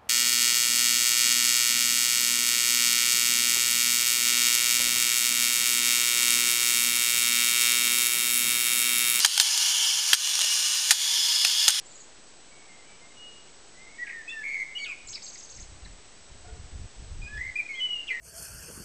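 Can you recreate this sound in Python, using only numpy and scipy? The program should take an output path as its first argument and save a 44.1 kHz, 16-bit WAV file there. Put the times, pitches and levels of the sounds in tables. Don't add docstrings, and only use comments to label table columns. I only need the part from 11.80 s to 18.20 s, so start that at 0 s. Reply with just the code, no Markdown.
import sys
import numpy as np
from scipy import signal
from scipy.fft import rfft, irfft, next_fast_len
from scipy.io import wavfile
from scipy.ndimage import map_coordinates

SR = 44100
rng = np.random.default_rng(int(sys.argv[2]) if len(sys.argv) > 2 else 0)


def unload_audio(sound):
    columns = np.transpose(np.atleast_2d(sound))
    steps = np.round(np.clip(columns, -1, 1) * 32767)
    wavfile.write(sys.argv[1], SR, steps.astype(np.int16))


N = 282240


def amp(db):
    return 10 ** (np.asarray(db) / 20)


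def unit_rms(x):
    return x / np.sqrt(np.mean(x ** 2) + 1e-20)


def log_interp(points, hz):
    points_hz, values = np.transpose(points)
    return np.interp(np.log(hz + 1), np.log(points_hz + 1), values)


def wobble(knots_per_s, size):
    knots = rng.standard_normal(int(size * knots_per_s / SR) + 4)
    return map_coordinates(knots, [np.arange(size) * knots_per_s / SR], mode="nearest")


def filtered(x, response):
    size = next_fast_len(N + SR // 2)
    return irfft(rfft(x, size) * response(np.fft.rfftfreq(size, 1 / SR)), size)[:N]


def noise(spectrum):
    return unit_rms(filtered(rng.standard_normal(N), lambda hz: amp(log_interp(spectrum, hz))))


def tone(hz):
    return np.sqrt(2) * np.sin(2 * np.pi * np.cumsum(hz) / SR)


def bend(start_s, end_s, *pitches_hz):
    progress = np.linspace(0, 1, int(max(end_s - start_s, .005) * SR))
    curve = np.polyfit(np.linspace(0, 1, len(pitches_hz)), np.log(pitches_hz), len(pitches_hz) - 1)
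    return np.exp(np.polyval(curve, progress))


def fade(t, edge_s):
    return np.sin(np.pi / 2 * np.clip(np.minimum(t, t[-1] - t) / edge_s, 0, 1)) ** 2


def add(track, start_s, sound):
    part = track[round(start_s * SR):][:len(sound)]
    part += sound[:len(part)]


# f/Hz, relative density/dB
HUSH_SPECTRUM = [(12, -25.5), (20, 7.5), (22, -5), (81, -13.5), (113, -10), (162, -10), (416, -7.5),
                 (497, -9.5), (767, -10), (872, -12), (1130, -13), (2180, -14), (6210, -15), (8020, -16),
                 (8880, -40), (11500, -61), (19500, -120)]


def hush(level_db=-53.5):
    return amp(level_db) * noise(HUSH_SPECTRUM)


# f/Hz, level/dB
WHINE_TONES = [(7867, -61.3), (8133, -66)]


def camera_whine(frame_hz=29.97):
    polarity = np.tanh(8 * np.sin(np.pi * frame_hz * np.arange(N) / SR))
    return polarity * sum(amp(db) * tone(np.full(N, hz)) for hz, db in WHINE_TONES)


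def small_bird(start_s=.045, end_s=.26, first_dip_s=.061, zigzag_hz=20, dip_hz=7050, sag_hz_per_s=3400):
    t = np.arange(int((end_s - start_s) * SR)) / SR
    since_dip_s = t + start_s - first_dip_s
    zigzag = np.arccos(np.cos(2 * np.pi * zigzag_hz * since_dip_s)) / np.pi
    whistle = tone(dip_hz - sag_hz_per_s * since_dip_s + 1150 * zigzag + 110 * wobble(600, len(t)))
    chatter = amp(-12) * tone(4300 + 300 * wobble(600, len(t)))
    level_db = -49 - 11 * zigzag + 3 * wobble(303, len(t))
    out = np.zeros(N)
    add(out, start_s, amp(level_db) * fade(t, .03) * (whistle + chatter))
    return out


def treetop_echo(x, delay_s=.0051, echo_db=-6):
    out = x.copy()
    add(out, delay_s, amp(echo_db) * x)
    return out


# f/Hz, T60/s
WOOD_DECAY = [(500, 0.34), (2000, 1), (3000, 0.67), (7000, 0.71)]


def trees(x, early_db, early_t60_s):
    hz, t, spectra = signal.stft(rng.standard_normal(SR), SR, nperseg=256)
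    early = amp(early_db - 60 * t / early_t60_s)
    tail = amp(-60 * t / log_interp(WOOD_DECAY, hz)[:, None])
    onset = 1 - np.exp(-t / .0042)
    impulse = signal.istft(spectra * (early + tail) * onset, SR, nperseg=256)[1]
    return signal.fftconvolve(x, impulse / np.linalg.norm(impulse))[:N]


def syrinx(hz, swell_db, overtone_db, edge_s, jitter, shimmer_db, depth=0, flutter_hz=0, third_db=-5.5):
    t = np.arange(len(hz)) / SR
    progress = t / t[-1]
    flutter = np.sin(2 * np.pi * np.cumsum(flutter_hz * (1 + .17 * wobble(60.7, len(t)))) / SR)
    swing_hz = .57 * depth
    hz = hz * (1 + jitter * wobble(250, len(t))) + swing_hz * flutter
    arch_db = np.sin(np.pi * progress) - .5
    pressure_db = swell_db * (progress - .5) + arch_db + shimmer_db * wobble(120, len(t))
    pulsing = 1 + np.tanh(depth / 350) * flutter
    third = amp(third_db) * tone(3 * hz) * (3 * hz < SR / 2)
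    overtones = (tone(2 * hz) + third) * amp(overtone_db + 4.35 * wobble(70, len(t)))
    return amp(pressure_db) * pulsing * fade(t, edge_s) * (tone(hz) + overtones)


# start t/s, end t/s, first f/Hz, last f/Hz, level/dB, swell/dB, flutter depth
WARBLE_NOTES = [(0.688, 0.816, 2267, 2180, -58.5, -4, 70), (0.869, 0.992, 2142, 2032, -58.5, -12, 71),
                (1.037, 1.13, 2340, 2250, -63, 1, 130), (1.05, 1.125, 2960, 3010, -64, 0, -1),
                (1.20, 1.29, 2084, 2143, -58, -7, 32), (1.27, 1.649, 2900, 2858, -54.5, -13.5, 0),
                (1.92, 2.07, 1945, 2150, -56, 19, 60.5), (2.03, 2.19, 2207, 2175, -55, 0.5, 76)]


def far_blackbird():
    out = np.zeros(N)
    for start_s, end_s, first_hz, last_hz, db, swell_db, depth in WARBLE_NOTES:
        hz = bend(start_s, end_s, first_hz, last_hz)
        note = syrinx(hz, swell_db, overtone_db=-39, edge_s=.31 * (end_s - start_s),
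                      jitter=.0025, shimmer_db=1.8, depth=depth, flutter_hz=76)
        add(out, start_s, amp(db) * note)
    return out


# start t/s, end t/s, first f/Hz, middle f/Hz, last f/Hz, level/dB, swell/dB, overtones/dB
FLUTE_NOTES = [ (2.180, 2.243, 1870, 1946, 1913, -35, 18.5, -34),
               (2.24, 2.309, 1737, 1642, 1620, -48.5, -1.5, -33.5),
               (2.340, 2.43, 1861, 1816, 1704, -43, -9, -22),
               (2.474, 2.548, 2480, 2665, 2738, -38, -7, -21.5),
               (2.486, 2.527, 3240, 3540, 3430, -39.5, -2, -23.5),
               (2.518, 2.63, 1848, 1772, 1725, -39.5, 11, -20.5),
               (2.948, 2.984, 2786, 2937, 2860, -30.5, 11.5, -31),
               (2.976, 3.052, 2285, 2244, 2218, -38, 11.5, -8.5),
               (5.414, 5.491, 2468, 2452, 2545, -43.5, 0, -17.5),
               (5.461, 5.586, 1600, 1714, 1687, -46, 17, -18),
               (5.606, 5.629, 1984, 1988, 1960, -31, -1.5, -36.5),
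               (5.753, 5.787, 2332, 2457, 2565, -30.5, -13, -31.5),
               (5.782, 5.81, 2493, 2412, 2180, -25, -5, -37),
               (5.887, 6.011, 2228, 2123, 2050, -39, -3, -21.5),
               (5.933, 6.009, 2865, 3300, 3070, -40.5, 12, -30),
               (5.999, 6.179, 2995, 2946, 2828, -28.5, -5.5, -33.5),
               (6.168, 6.255, 2854, 2800, 2815, -36, 1, -46)]


def flutes():
    out = np.zeros(N)
    for start_s, end_s, first_hz, middle_hz, last_hz, db, swell_db, overtone_db in FLUTE_NOTES:
        hz = bend(start_s, end_s, first_hz, middle_hz, last_hz)
        jitter = .003 + .025 * amp(overtone_db)
        note = syrinx(hz, swell_db, overtone_db, edge_s=.009, jitter=jitter, shimmer_db=.6)
        add(out, start_s, amp(db) * note)
    return out


# f/Hz, gain/dB
THROAT_RESPONSE = [(1000, -5), (2000, 1), (3000, -4), (3700, -5.5), (4500, 0), (5600, -3.5), (6600, 1),
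                   (7400, -1.5), (8600, -13)]


def throat(x):
    return filtered(x, lambda hz: amp(log_interp(THROAT_RESPONSE, hz)))


# start t/s, end t/s, first f/Hz, last f/Hz, level/dB
RASP_NOTES = [(2.266, 2.285, 3080, 1796, -44), (2.292, 2.315, 2790, 1826, -42.5),
              (2.321, 2.346, 2230, 1763, -42), (3.043, 3.072, 4706, 2535, -37.5),
              (3.044, 3.14, 2000, 1054, -55), (3.354, 3.385, 2663, 2182, -47),
              (3.552, 3.565, 2720, 1890, -54), (3.779, 3.796, 2410, 1890, -57),
              (4.048, 4.060, 4350, 3690, -49), (4.056, 4.07, 2250, 1750, -56),
              (6.274, 6.335, 3650, 1930, -33.5)]


def rasps():
    out = np.zeros(N)
    for start_s, end_s, first_hz, last_hz, db in RASP_NOTES:
        length_s = end_s - start_s
        tension = np.exp(-3.2 * np.linspace(0, 1, int(length_s * SR)))
        hz = last_hz + (first_hz - last_hz) * (tension - tension[-1]) / (1 - tension[-1])
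        note = syrinx(hz, swell_db=-.5, overtone_db=-28, edge_s=.15 * length_s,
                      jitter=.03, shimmer_db=2, depth=269, flutter_hz=260)
        add(out, start_s, amp(db) * note)
    return out


# start t/s, end t/s, f/Hz, sag/Hz, level/dB, swell/dB, flutter rate/Hz
BUZZES_AND_ECHO = [(2.630, 2.757, 2183, -1, -33, 7, 131.4), (2.748, 2.842, 2097, 88.5, -34.5, 0, 118),
                   (2.971, 3.004, 3035, -60, -43, -13, 200), (3.058, 3.106, 2500, 99, -39, -8, 172),
                   (3.094, 3.143, 2332, 339, -38, -8, 162), (5.569, 5.613, 1850, -170, -41, 3, 135),
                   (5.622, 5.706, 2025, -58, -38.5, 0.5, 81.7),
                   (6.325, 6.407, 1870, 120.5, -40, -11, 130.6)]


def buzzes():
    out = np.zeros(N)
    for start_s, end_s, centre_hz, sag_hz, db, swell_db, flutter_hz in BUZZES_AND_ECHO:
        hz = bend(start_s, end_s, centre_hz + sag_hz / 2, centre_hz - sag_hz / 2)
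        buzz = syrinx(hz, swell_db, overtone_db=-29.5, edge_s=.0081,
                      jitter=.006, shimmer_db=1.1, depth=182, flutter_hz=flutter_hz, third_db=1)
        add(out, start_s, amp(db) * buzz)
    return out


# start t/s, end t/s, first f/Hz, middle f/Hz, last f/Hz, level/dB, swell/dB, overtones/dB
SQUEAK_NOTES = [(3.269, 3.279, 7850, 7120, 6400, -43, -1, -38),
                (3.280, 3.293, 7430, 7040, 6400, -45, -1.5, -40),
                (3.327, 3.342, 2830, 3130, 4340, -43.5, 7, -16),
                (3.336, 3.361, 4290, 5140, 3800, -40, 0, -14.5)]


def squeaks():
    out = np.zeros(N)
    for start_s, end_s, first_hz, middle_hz, last_hz, db, swell_db, overtone_db in SQUEAK_NOTES:
        hz = bend(start_s, end_s, first_hz, middle_hz, last_hz)
        note = syrinx(hz, swell_db, overtone_db, edge_s=.0017,
                      jitter=.04, shimmer_db=3, depth=400, flutter_hz=297)
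        add(out, start_s, amp(db) * note)
    return out


# start t/s, length/s, level/dB
TWITTER_SYLLABLES = [(3.283, .053, -42), (3.419, 0.052, -42.5), (3.474, .036, -43.5), (3.525, .036, -46),
                     (3.571, .042, -47), (3.624, .037, -48), (3.69, .04, -47.5), (3.741, .038, -47.5),
                     (3.792, .04, -47.5)]


def twitter(foot_hz=3800, low_crown_hz=6580, high_crown_hz=7510, effort_hz_per_db=48, sideband_hz=1150):
    out = np.zeros(N)
    mean_db = np.mean([db for _, _, db in TWITTER_SYLLABLES])
    for start_s, length_s, db in TWITTER_SYLLABLES:
        t = np.arange(int(length_s * SR)) / SR
        flank = np.abs(2 * t / t[-1] - 1)
        drop = np.sin(np.pi / 2 * flank ** 2.5) ** 1.5
        rough_hz = (50 + 260 * drop) * wobble(900, len(t))
        low_hz = low_crown_hz - (low_crown_hz - foot_hz) * drop + rough_hz
        effort_hz = effort_hz_per_db * (db - mean_db)
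        high_hz = high_crown_hz + effort_hz - 1000 * flank ** 2 + 40 * wobble(420, len(t))
        upper = amp(-4) * fade(t, .011) * (tone(high_hz) + amp(-8) * tone(high_hz + sideband_hz))
        level_db = db - 3 * flank + 2 * wobble(450, len(t))
        add(out, start_s, amp(level_db) * fade(t, .0022) * (tone(low_hz) + upper))
    return out


# start t/s, hold/s, level/dB
WIND_GUSTS = [(3.302, .008, -49), (3.773, 0.18, -43.5), (4.014, 0.12, -43), (4.49, 0.2, -50),
              (4.716, 0.14, -41.5), (4.929, 0.089, -34.5), (5.2, 0.14, -39.5), (5.327, 0.11, -36),
              (5.524, .1, -39.5), (5.658, 0.041, -47)]
# f/Hz, relative density/dB
EDDY_SPECTRUM = [(15, -8), (25, 6.5), (45, 1.5), (65, 2.5), (95, -2), (130, -10.5), (180, -16), (260, -24),
                 (450, -32), (900, -62)]


def wind(breeze_db=-60, breeze_peak_s=4.7, breeze_width_s=1, rise_db_per_s=329, fall_db_per_s=400.5):
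    t = np.arange(N) / SR
    level = amp(breeze_db) * np.exp(-((t - breeze_peak_s) / breeze_width_s) ** 2 / 2)
    for start_s, hold_s, db in WIND_GUSTS:
        ramp_db = np.minimum(rise_db_per_s * (t - start_s), fall_db_per_s * (start_s + hold_s - t))
        level = np.maximum(level, amp(db + np.minimum(ramp_db, 0)))
    eddies = noise(EDDY_SPECTRUM) * amp(3 * wobble(35, N))
    return level * unit_rms(eddies)


# start t/s, f/Hz, level/dB
HOOT_NOTES = [(4.642, 722, -52.5), (4.67, 439.4, -54.5), (6.30, 436, -60)]


def hoots(length_s=.08):
    out = np.zeros(N)
    for start_s, pitch_hz, db in HOOT_NOTES:
        hz = bend(start_s, start_s + length_s, pitch_hz, pitch_hz)
        note = syrinx(hz, swell_db=-8.5, overtone_db=-13, edge_s=.01, jitter=.021, shimmer_db=2)
        add(out, start_s, amp(db) * note)
    return out


def scene():
    song = throat(flutes() + buzzes() + rasps())
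    high = treetop_echo(throat(twitter() + squeaks()) + small_bird())
    far = far_blackbird() + hoots()
    song = song + amp(-5.5) * trees(song, early_db=9.5, early_t60_s=.11)
    high = high + amp(-6) * trees(high, early_db=3, early_t60_s=.22)
    far = amp(-3.5) * far + amp(-1.5) * trees(far, early_db=-4.5, early_t60_s=.16)
    return (song + high + far + wind() + hush() + camera_whine())[None]


def record(dry, knee_hz=8250, top_hz=9040, drop_db=32, dc_offset=-.0024):
    def rolloff(hz):
        past_knee = np.clip((hz - knee_hz) / (top_hz - knee_hz), 0, 1)
        return amp(-drop_db * past_knee ** 5.2) * (hz < top_hz)
    return filtered(dry[0], rolloff)[None] + dc_offset


dry = scene()
out = record(dry)
unload_audio(out)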